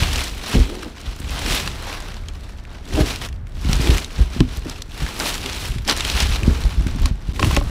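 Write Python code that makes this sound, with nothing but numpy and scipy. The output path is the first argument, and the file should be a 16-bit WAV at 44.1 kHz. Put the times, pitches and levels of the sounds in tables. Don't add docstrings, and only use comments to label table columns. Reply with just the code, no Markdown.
import sys
import numpy as np
from scipy import signal
from scipy.fft import rfft, irfft, next_fast_len
from scipy.io import wavfile
from scipy.ndimage import uniform_filter1d

SR = 44100
rng = np.random.default_rng(int(sys.argv[2]) if len(sys.argv) > 2 else 0)


def inscribe(sig):
    pcm = np.round(np.clip(np.atleast_2d(sig).T, -1, 1) * 32767)
    wavfile.write(sys.argv[1], SR, pcm.astype(np.int16))


N = 339562
T = np.arange(N) / SR

# [middle t/s, level/dB, 20 dB rise t/s, 20 dB fall t/s, extra hollow body level/dB, extra sheen level/dB]
HANDFULS = [(0.01, -25.5, .1, 0.23, 0, 2), (0.164, -27, 0.16, 0.29, -0.5, 4),
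            (0.52, -29, 0.22, 0.38, 1.5, 2.5), (0.84, -46, 0.04, 0.21, 7.5, 3),
            (1.1, -40.5, 0.3, 0.081, 2.5, -1), (1.39, -37, .17, 0.22, 8, -13),
            (1.55, -24, 0.34, 0.2, -1.5, 4), (1.92, -35.5, 0.67, 0.46, 5, 2),
            (2.45, -48.5, 0.35, 0.4, 3, 3), (2.762, -49, 0.32, 0.24, 7.5, -2),
            (2.989, -30.5, .13, 0.12, 2.5, 4), (3.083, -29, 0.065, 0.18, 0, 3.5),
            (3.243, -34.5, .045, 0.02, 4, 4), (3.728, -31.5, 0.16, 0.11, 2.5, 3.5),
            (3.86, -27, 0.19, 0.29, -.5, 2.5), (3.95, -32, 0.091, 0.083, 2.5, 5),
            (4.212, -38, 0.21, 0.12, 3, 2), (4.355, -38.5, 0.11, 0.17, 3, 2),
            (4.555, -39, 0.19, 0.097, 1, 2), (4.7, -40, 0.13, 0.12, 3.5, 2.5),
            (4.775, -43.5, 0.098, 0.066, 0, 0), (5.025, -35, 0.16, 1, 2, 3.5),
            (5.22, -31, 0.037, 0.024, 8.5, 8), (5.285, -27.5, 0.18, 0.19, -0.5, 6.5),
            (5.48, -32.5, .17, 0.32, 0, -3), (5.64, -33.5, 0.56, 0.19, -1.5, 7),
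            (5.907, -23, 0.032, 0.013, 3, 1.5), (5.99, -27.5, 0.072, .04, .5, 1.5),
            (6.08, -27, 0.093, 0.18, -1, 3), (6.2, -23.5, .14, .16, -1.5, 1.5),
            (6.343, -29, 0.04, 0.04, -1.5, 1), (6.53, -35.5, 1, 0.79, 4, 3.5),
            (7.035, -39, 0.41, 0.13, 3.5, -1.5), (7.3, -45.5, 0.16, 0.29, 2, -8.5),
            (7.462, -32, 0.15, .16, .5, 7), (7.55, -31.5, 0.11, 0.07, 2, -1), (7.7, -40.5, .17, .1, 7, 6)]
HOLD_S = 0.038
# [f/Hz, level/dB]
PAPER_COLOUR = [(400, -3), (650, 2.5), (1100, 2.5), (1800, 1.5), (2600, 4), (3600, 3), (5000, -1),
                (7000, -8.5), (10000, -14), (15500, -22)]
# [t/s, level/dB, resonance f/Hz]
CREASE_SNAPS = [(0.033, -12, 2820), (0.1575, -14, 3150), (0.191, -18, 1880), (0.5474, -18.5, 2900),
                (0.8304, -22, 1560), (0.8454, -30, 3380), (1.013, -30.5, 5500), (1.1618, -34.5, 7000),
                (1.201, -29.5, 7570), (1.564, -17.5, 3640), (1.6752, -16.5, 3970), (2.1188, -31, 2280),
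                (2.1418, -30, 3610), (2.2846, -23, 3280), (2.4894, -36, 1650), (2.651, -31, 2080),
                (3.1587, -18.5, 3370), (3.249, -21.5, 1950), (3.287, -27.5, 2380), (3.327, -33, 2290),
                (3.469, -36, 1810), (3.7301, -9, 3800), (3.8718, -13, 2610), (3.981, -12.5, 2520),
                (4.0446, -18, 3980), (4.4039, -12, 2970), (4.6965, -20, 5000), (4.82, -19, 4440),
                (4.9185, -31, 3760), (5.0637, -18.5, 1610), (5.1994, -12, 4440), (5.3412, -16.5, 4200),
                (5.46, -15.5, 2920), (5.783, -24, 2700), (5.8494, -28, 4470), (5.8774, -12.5, 4000),
                (5.896, -4.5, 3900), (5.9105, -10, 3500), (5.9647, -19, 4630), (6.006, -10.5, 3230),
                (6.0493, -11, 3300), (6.099, -10.5, 3850), (6.2023, -9, 4530), (6.432, -17.5, 2580),
                (6.6373, -22, 3900), (6.8688, -20.5, 1740), (7.057, -13.5, 4300), (7.5645, -9, 2290)]
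SNAP_T60_S, SNAP_SWELL = 0.027, 0.36
SNAP_LEAD_S = 0.012

# [t/s, peak level/dB, contact t/ms]
THUMPS = [(0.02, -12.5, 6.3), (0.553, -1.5, 2.25), (0.565, -7.5, 6.4), (0.596, -7, 4), (0.863, -27.5, 0.73),
          (1.067, -18, 15), (1.202, -24.5, 1.1), (1.29, -19, 16), (1.42, -18, 14), (1.507, -17, 3.4),
          (2.938, -11, 7.4), (3.004, -6, 2.6), (3.3, -22, 8.3), (3.65, -12, 5.3), (3.677, -15, 5.6),
          (3.694, -8, 4.2), (3.731, -10.5, 4.8), (3.796, -12, 3.9), (3.893, -5.5, 4.7), (3.945, -12, 12),
          (4.193, -5, 6.7), (4.363, -17, 1.5), (4.405, -2, 1.8), (4.418, -12, 2.3), (4.576, -19, 10),
          (4.657, -22.5, 0.64), (5.019, -13.5, 4.7), (5.695, -15.5, 4.5), (5.76, -17, 4.7),
          (6.143, -13, 13), (6.223, -11.5, 7.6), (6.291, -13, 9), (6.381, -16, 7.1), (6.429, -13, 3.9),
          (6.478, -4.5, 3.4), (6.647, -8.5, 22), (6.78, -8.5, 10.7), (6.804, -15.5, 2.9),
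          (6.864, -9.5, 3.8), (6.949, -20, 1.1), (7.014, -9, 8.6), (7.05, -16, 2.7), (7.111, -13, 4.2),
          (7.288, -14.5, 4.4), (7.433, -9.5, 3.3), (7.453, -14, 3.8), (7.469, -10, 3.8), (7.529, -15, 3.1),
          (7.571, -9, 4.6)]
# [f/Hz, level/dB, t60/s]
BOX_MODES = [(43.2, 0.5, 0.22), (64.6, 2, 0.22), (94, -5.5, 0.12), (122, 2, 0.06), (162, 1.5, 0.031),
             (210, -5.5, 0.034), (250.5, -7, 0.17), (321, -3, 0.049), (350, -45, 0.02), (450, -21, .06)]
HEAVE_CONTACT_MS, HEAVE_DB_PER_OCTAVE = 4.9, 13
# [t/s, peak level/dB, crack level re ring/dB, f/Hz favoured by the spot]
KNOCKS = [(0.831, -23, -3, 1700), (1.6757, -12.5, -19, 1560), (1.897, -21, -8, 800),
          (4.406, -12, -16, 1390), (7.058, -13.5, 1, 1130), (7.3941, -11.5, -14, 1010),
          (7.3961, -11, 4, 1290), (7.428, -2.5, -4, 1410), (7.446, -7.5, -1, 1510), (7.51, -12, -2, 1150),
          (7.5656, -6, 9.5, 2200), (7.570, -7.5, -14, 663), (7.611, -16.5, -12, 696)]
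# [f/Hz, level/dB, t60/s]
FLAP_MODES = [(285.5, 16, 0.1), (465, -11, 0.049), (569, 4.5, 0.06), (810, 4, 0.031), (1000, -18, 0.035),
              (1072, 8, 0.036), (1240, 3.5, 0.013), (1760, 9.5, 0.0082), (1920, -27, 0.018),
              (2310, -3, 0.039), (2650, 19, 0.012)]

# [peak t/s, level/dB, 20 dB rise and fall t/s]
DRAGS = [(0.568, -17, 0.057), (0.74, -30.5, 0.17), (1.495, -26.5, 0.071), (3.0, -20.5, 0.11),
         (3.89, -20.5, 0.12), (4.22, -34, 0.048), (4.68, -35, 0.046), (5.23, -28.5, 0.067),
         (5.469, -28, 0.03), (5.901, -21, 0.035), (6.48, -25, 0.12), (7.44, -22, 0.076), (7.57, -28.5, 0.1)]
# [f/Hz, width f/Hz, level/dB]
WALL_RESONANCES = [(225, 42, 2), (284, 77, 5), (373, 130, 1.5), (474, 25, -15), (606, 210, -7)]
BRUSH_DB, BRUSH_SLOPE = -34.5, 0.57
# [t/s, nominal slip rate f/Hz, level/dB]
JUDDER = [(0.66, 100, -54), (0.70, 105, -31), (0.735, 122, -34), (0.77, 108, -39), (0.84, 113, -42),
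          (0.868, 98, -32), (0.92, 117, -61), (1.44, 103, -55), (1.49, 125, -30), (1.54, 85, -66),
          (2.88, 90, -59), (2.93, 90, -46), (2.965, 105, -25.5), (2.985, 103, -17.5), (3.008, 106, -16.5),
          (3.025, 83, -24), (3.05, 80, -47)]
# [f/Hz, width f/Hz, level/dB]
SLEEVE_RESONANCES = [(306, 17, 10.5), (472, 28, -10.5), (614, 13, -1), (732, 22, -11)]

# [t/s, level/dB]
SWAY = [(0.0, -21), (1.05, -54), (1.26, -28.5), (2.81, -35), (3.88, -22.5), (4.05, -37.5), (5.15, -34),
        (6.91, -23.5), (7.2, -28), (7.7, -22)]
FLUTTER_DB, FLUTTER_SLOPE = -39.5, 0.31
SHAKE_SWAY_DB, SHAKE_FLUTTER_DB, SHAKE_DRAG_DB = -11.5, -19, -33
SHAKE_RISE_S, SHAKE_FALL_S = 0.026, 0.082
# [f/Hz, level/dB]
GARAGE_SPECTRUM = [(15, -33), (25, 0), (67, -8.5), (125, -29.5), (213, -24), (286, -37), (637, -33),
                   (952, -37.5), (1810, -38.5), (15000, -103)]
GARAGE_DB = -35.5
# [start t/s, end t/s]
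BREAK_S = (7.326, 7.334)
TOP_HZ = 15500


def handling():
    power = np.array([swell(s, db, rise_s, fall_s, HOLD_S) for s, db, rise_s, fall_s, _, _ in HANDFULS])
    total = power.sum(axis=0)
    extra_power = undb(np.transpose(HANDFULS)[-2:]) ** 2
    body, sheen = extra_power @ power / total
    return smooth_db(total), smooth_db(body), smooth_db(sheen)


def paper(level_db, body_db, sheen_db, creases_per_s, spread_db, tint_db, crease_s, rub_db, echo_s, echo_db):
    rate = creases_per_s * undb(0.49 * (level_db - level_db.max()))
    bunching = runs(per_s=90, depth_db=6)
    at = np.flatnonzero(rng.random(N) < rate * bunching / SR)
    size_db = spread_db * np.minimum(rng.exponential(size=N)[at], 3.6)
    edges = np.geomspace(450, 16000, 12)
    rustle = 0
    for lo, hi in zip(edges, edges[1:]):
        hz = np.sqrt(lo * hi)
        kicks = np.zeros(N)
        tints = rng.standard_normal(size=8191)
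        tinted_db = size_db + tint_db * tints[at % len(tints)]
        kicks[at] = undb(tinted_db) ** 2
        energy = linger(kicks, crease_s) + undb(echo_db) ** 2 * linger(kicks, echo_s)
        rubbing = undb(rub_db - 0.13 * np.log2(hz / 3000)) ** 2 * rate / rate.mean()
        grains = np.sqrt(energy / energy.mean() + rubbing) * rng.standard_normal(N)
        body = np.interp(hz, [1300, 2200], [1, 0]) * body_db
        sheen = np.interp(hz, [4800, 8500], [0, 1]) * sheen_db
        density_db = level_db + colour_db(PAPER_COLOUR, hz) + body + sheen
        even_grains = steady(band(grains, lo, hi, order=3), 0.34)
        rustle = rustle + even_grains * undb(density_db) * np.sqrt((hi - lo) / 4200)
    return rustle


def snap(hz, t60, width, crack_db, tail_db):
    t = np.arange(SR // 16) / SR - SNAP_LEAD_S
    away = np.maximum(t, -t / SNAP_SWELL)
    envelope = fade(away, t60 / 3) + undb(tail_db) * fade(away, 2 * t60)
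    burst = rng.standard_normal(len(t)) * envelope
    facet = resonate(burst, hz, width * hz) + undb(crack_db) * burst
    return band(facet, 700, max(8500, 2.2 * hz))


def snaps(gain_db, width, crack_db, tail_db):
    out = np.zeros(N)
    for s, db, hz in CREASE_SNAPS:
        tick = snap(hz, SNAP_T60_S, width, crack_db, tail_db)
        crest = 2.4 * np.sqrt(np.sum(tick ** 2) / (.004 * SR))
        add(out, s + .001 - SNAP_LEAD_S, tick / crest * undb(db + gain_db))
    return out


def small_ticks(effort_db, tick_db, slope, spread_db):
    out, count = np.zeros(N), 230
    for when, size, pitch in rng.random((count, 3)):
        i = int(when * (N - 1))
        tick = snap(2200 * 4 ** pitch, t60=.012, width=.7, crack_db=-8, tail_db=-18)
        level_db = tick_db + slope * effort_db[i] + spread_db * size ** 2
        add(out, i / SR - SNAP_LEAD_S, peak(tick, level_db))
    return out


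def thumps(gain_db):
    out, t = np.zeros(N), np.arange(SR // 3) / SR
    for s, db, contact_ms in THUMPS:
        heave_db = HEAVE_DB_PER_OCTAVE * np.log2(contact_ms / HEAVE_CONTACT_MS)
        push = t * np.exp(-t / (contact_ms / 1000 / 4))
        modes = [(hz, level + heave_db * np.interp(hz, [70, 170], [1, 0]), t60)
                 for hz, level, t60 in BOX_MODES]
        blow = signal.fftconvolve(ring(modes, t, detune=0.042, scatter_db=2.5), push)[:len(t)]
        add(out, s, peak(band(blow, 26.0, 416), db + gain_db))
    return out


def knocks(crack_t60, gain_db, narrow_db):
    out, t = np.zeros(N), np.arange(SR // 6) / SR
    for s, db, crack_db, pitch_hz in KNOCKS:
        crack = band(rng.standard_normal(len(t)) * fade(t, crack_t60), 1200, 5900, order=1)
        modes = [(hz, level - narrow_db * abs(np.log2(hz / pitch_hz)), t60)
                 for hz, level, t60 in FLAP_MODES]
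        board = band(ring(modes, t, detune=.012, scatter_db=1.5), 250, 3200)
        knock = band(peak(board, 0) + peak(crack, crack_db), 230, 5900)
        add(out, s, peak(knock, db + gain_db))
    return out


def shaking():
    return smooth_db(sum(swell(s, db, SHAKE_RISE_S, SHAKE_FALL_S) for s, db, _ in THUMPS))


def drag(effort_db, shake_db, slips_per_s):
    push_db = smooth_db(sum(swell(s, db, length_s, length_s) for s, db, length_s in DRAGS))
    brush_db = BRUSH_DB + BRUSH_SLOPE * effort_db
    pressure = np.linalg.norm(undb([push_db, shake_db + SHAKE_DRAG_DB, brush_db]), axis=0)
    jerks = slips(slips_per_s, jitter=.9)
    wall = sum(undb(db) * resonate(jerks, hz, width) for hz, width, db in WALL_RESONANCES)
    return steady(band(wall, 193, 480), 0.082) * pressure


def judder():
    rate, level_db = curves(JUDDER)
    jerks = slips(rate, jitter=.15)
    light_db = np.minimum(level_db + 19, 0)
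    board = sum(undb(db + light_db * (hz > 550)) * resonate(jerks, hz, width)
                for hz, width, db in SLEEVE_RESONANCES)
    active = (T > JUDDER[0][0]) * (T < JUDDER[-1][0])
    return steady(band(board, 330, 990, order=3), 0.021) * undb(level_db) * active


def jostle(effort_db, shake_db, sway_db):
    own_sway = undb(curves(SWAY)[0] + sway_db) * runs(per_s=13, depth_db=3)
    sway = np.hypot(own_sway, undb(shake_db + SHAKE_SWAY_DB))
    flutter = np.hypot(undb(FLUTTER_DB + FLUTTER_SLOPE * effort_db), undb(shake_db + SHAKE_FLUTTER_DB))
    slow = steady(band(rng.standard_normal(N), 30.3, 80.4), 0.042)
    quick = steady(band(rng.standard_normal(N), 79.5, 189.5, order=3), 0.076)
    return slow * sway + quick * flutter


def reflections(x, t60, wet_db):
    t = np.arange(SR // 2) / SR
    tail = band(rng.standard_normal(len(t)), 334, 6500, order=1) * fade(t, t60) * (t > .008)
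    return x + undb(wet_db) * signal.fftconvolve(x, tail / np.sqrt(np.sum(tail ** 2)))[:N]


def garage():
    size = next_fast_len(N)
    gain = undb(colour_db(GARAGE_SPECTRUM, np.fft.rfftfreq(size, 1 / SR)))
    air = irfft(rfft(rng.standard_normal(size)) * gain, size)[:N]
    return unit(air) * undb(GARAGE_DB)


def slips(rate, jitter):
    wobble = np.repeat(rng.standard_normal(N // 128 + 1), 128)[:N]
    turns = np.floor(np.cumsum(rate * np.exp(jitter * wobble)) / SR)
    return np.diff(turns, prepend=0) * rng.rayleigh(size=N)


def ring(modes, t, detune, scatter_db):
    chance = rng.standard_normal((len(modes), 3))
    out = 0
    for (hz, db, t60), (weight, shift, phase) in zip(modes, chance):
        wave = np.cos(2 * np.pi * hz * (1 + detune * shift) * t + phase)
        out = out + undb(db + scatter_db * weight) * fade(t, t60) * wave
    return out


def runs(per_s, depth_db):
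    size = int(SR / per_s)
    gain = undb(depth_db * np.repeat(rng.standard_normal(N // size + 1), size)[:N])
    return uniform_filter1d(gain / gain.mean(), size // 2)


def swell(s, db, rise_s, fall_s, hold_s=0):
    t = T[::64] - s
    away = np.maximum((-t - hold_s / 2) / rise_s, (t - hold_s / 2) / fall_s)
    return undb(db - 20 * np.clip(away, 0, 10)) ** 2


def smooth_db(power):
    return np.interp(T, T[::64], 10 * np.log10(power))


def linger(energy, tau_s):
    keep = np.exp(-1 / (tau_s * SR))
    return signal.lfilter([1 - keep], [1, -keep], energy + 1e-9)


def fade(t, t60):
    return np.exp(-np.log(1000) * t / t60)


def resonate(x, hz, width_hz):
    return signal.lfilter(*signal.iirpeak(hz, hz / width_hz, fs=SR), x)


def band(x, lo_hz, hi_hz, order=2):
    return signal.sosfilt(signal.butter(order, [lo_hz, min(hi_hz, .48 * SR)], "band", fs=SR, output="sos"), x)


def colour_db(points, hz):
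    f, db = np.transpose(points)
    return np.interp(np.log(hz + 1), np.log(f), db)


def steady(x, span_s):
    size = int(span_s * SR / 2) + 1
    power = uniform_filter1d(uniform_filter1d(x ** 2, size), size)
    return x / np.sqrt(np.abs(power) + 1e-12)


def curves(table):
    s, *columns = np.transpose(table)
    return [np.interp(T, s, c) for c in columns]


def undb(db):
    return np.exp(np.asarray(db) * (np.log(10) / 20))


def unit(x):
    return x / np.sqrt(np.mean(x ** 2))


def peak(x, db):
    return x * undb(db) / np.abs(x).max()


def add(out, s, x):
    i = max(int(s * SR), 0)
    out[i:i + len(x)] += x[:N - i]


def scene():
    level_db, body_db, sheen_db = handling()
    effort_db, shake_db = level_db - level_db.max(), shaking()
    crinkle = undb(-2) * paper(level_db, body_db, sheen_db, creases_per_s=1000, spread_db=3.0, tint_db=4.0,
                               crease_s=0.0011, rub_db=-2.0, echo_s=0.011, echo_db=-3)
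    creases = snaps(gain_db=.3, width=.38, crack_db=-15, tail_db=-18)
    ticks = small_ticks(effort_db, tick_db=-17.5, slope=1.0, spread_db=11)
    blows = thumps(gain_db=1.0) + knocks(crack_t60=0.023, gain_db=-0.5, narrow_db=14.5)
    friction = drag(effort_db, shake_db, slips_per_s=170) + judder()
    rumble = jostle(effort_db, shake_db, sway_db=-0.5)
    near = crinkle + creases + ticks + blows + friction + rumble
    return (reflections(near, t60=0.56, wet_db=-33.5) + garage())[None]


def record(dry):
    running = uniform_filter1d(1. * ((T < BREAK_S[0]) | (T > BREAK_S[1])), size=64)
    rounded = running * dry / (1 + (dry / .95) ** 6) ** (1 / 6)
    return signal.sosfilt(signal.ellip(10, .1, 80, TOP_HZ, fs=SR, output="sos"), rounded)


dry = scene()
out = record(dry)
inscribe(out)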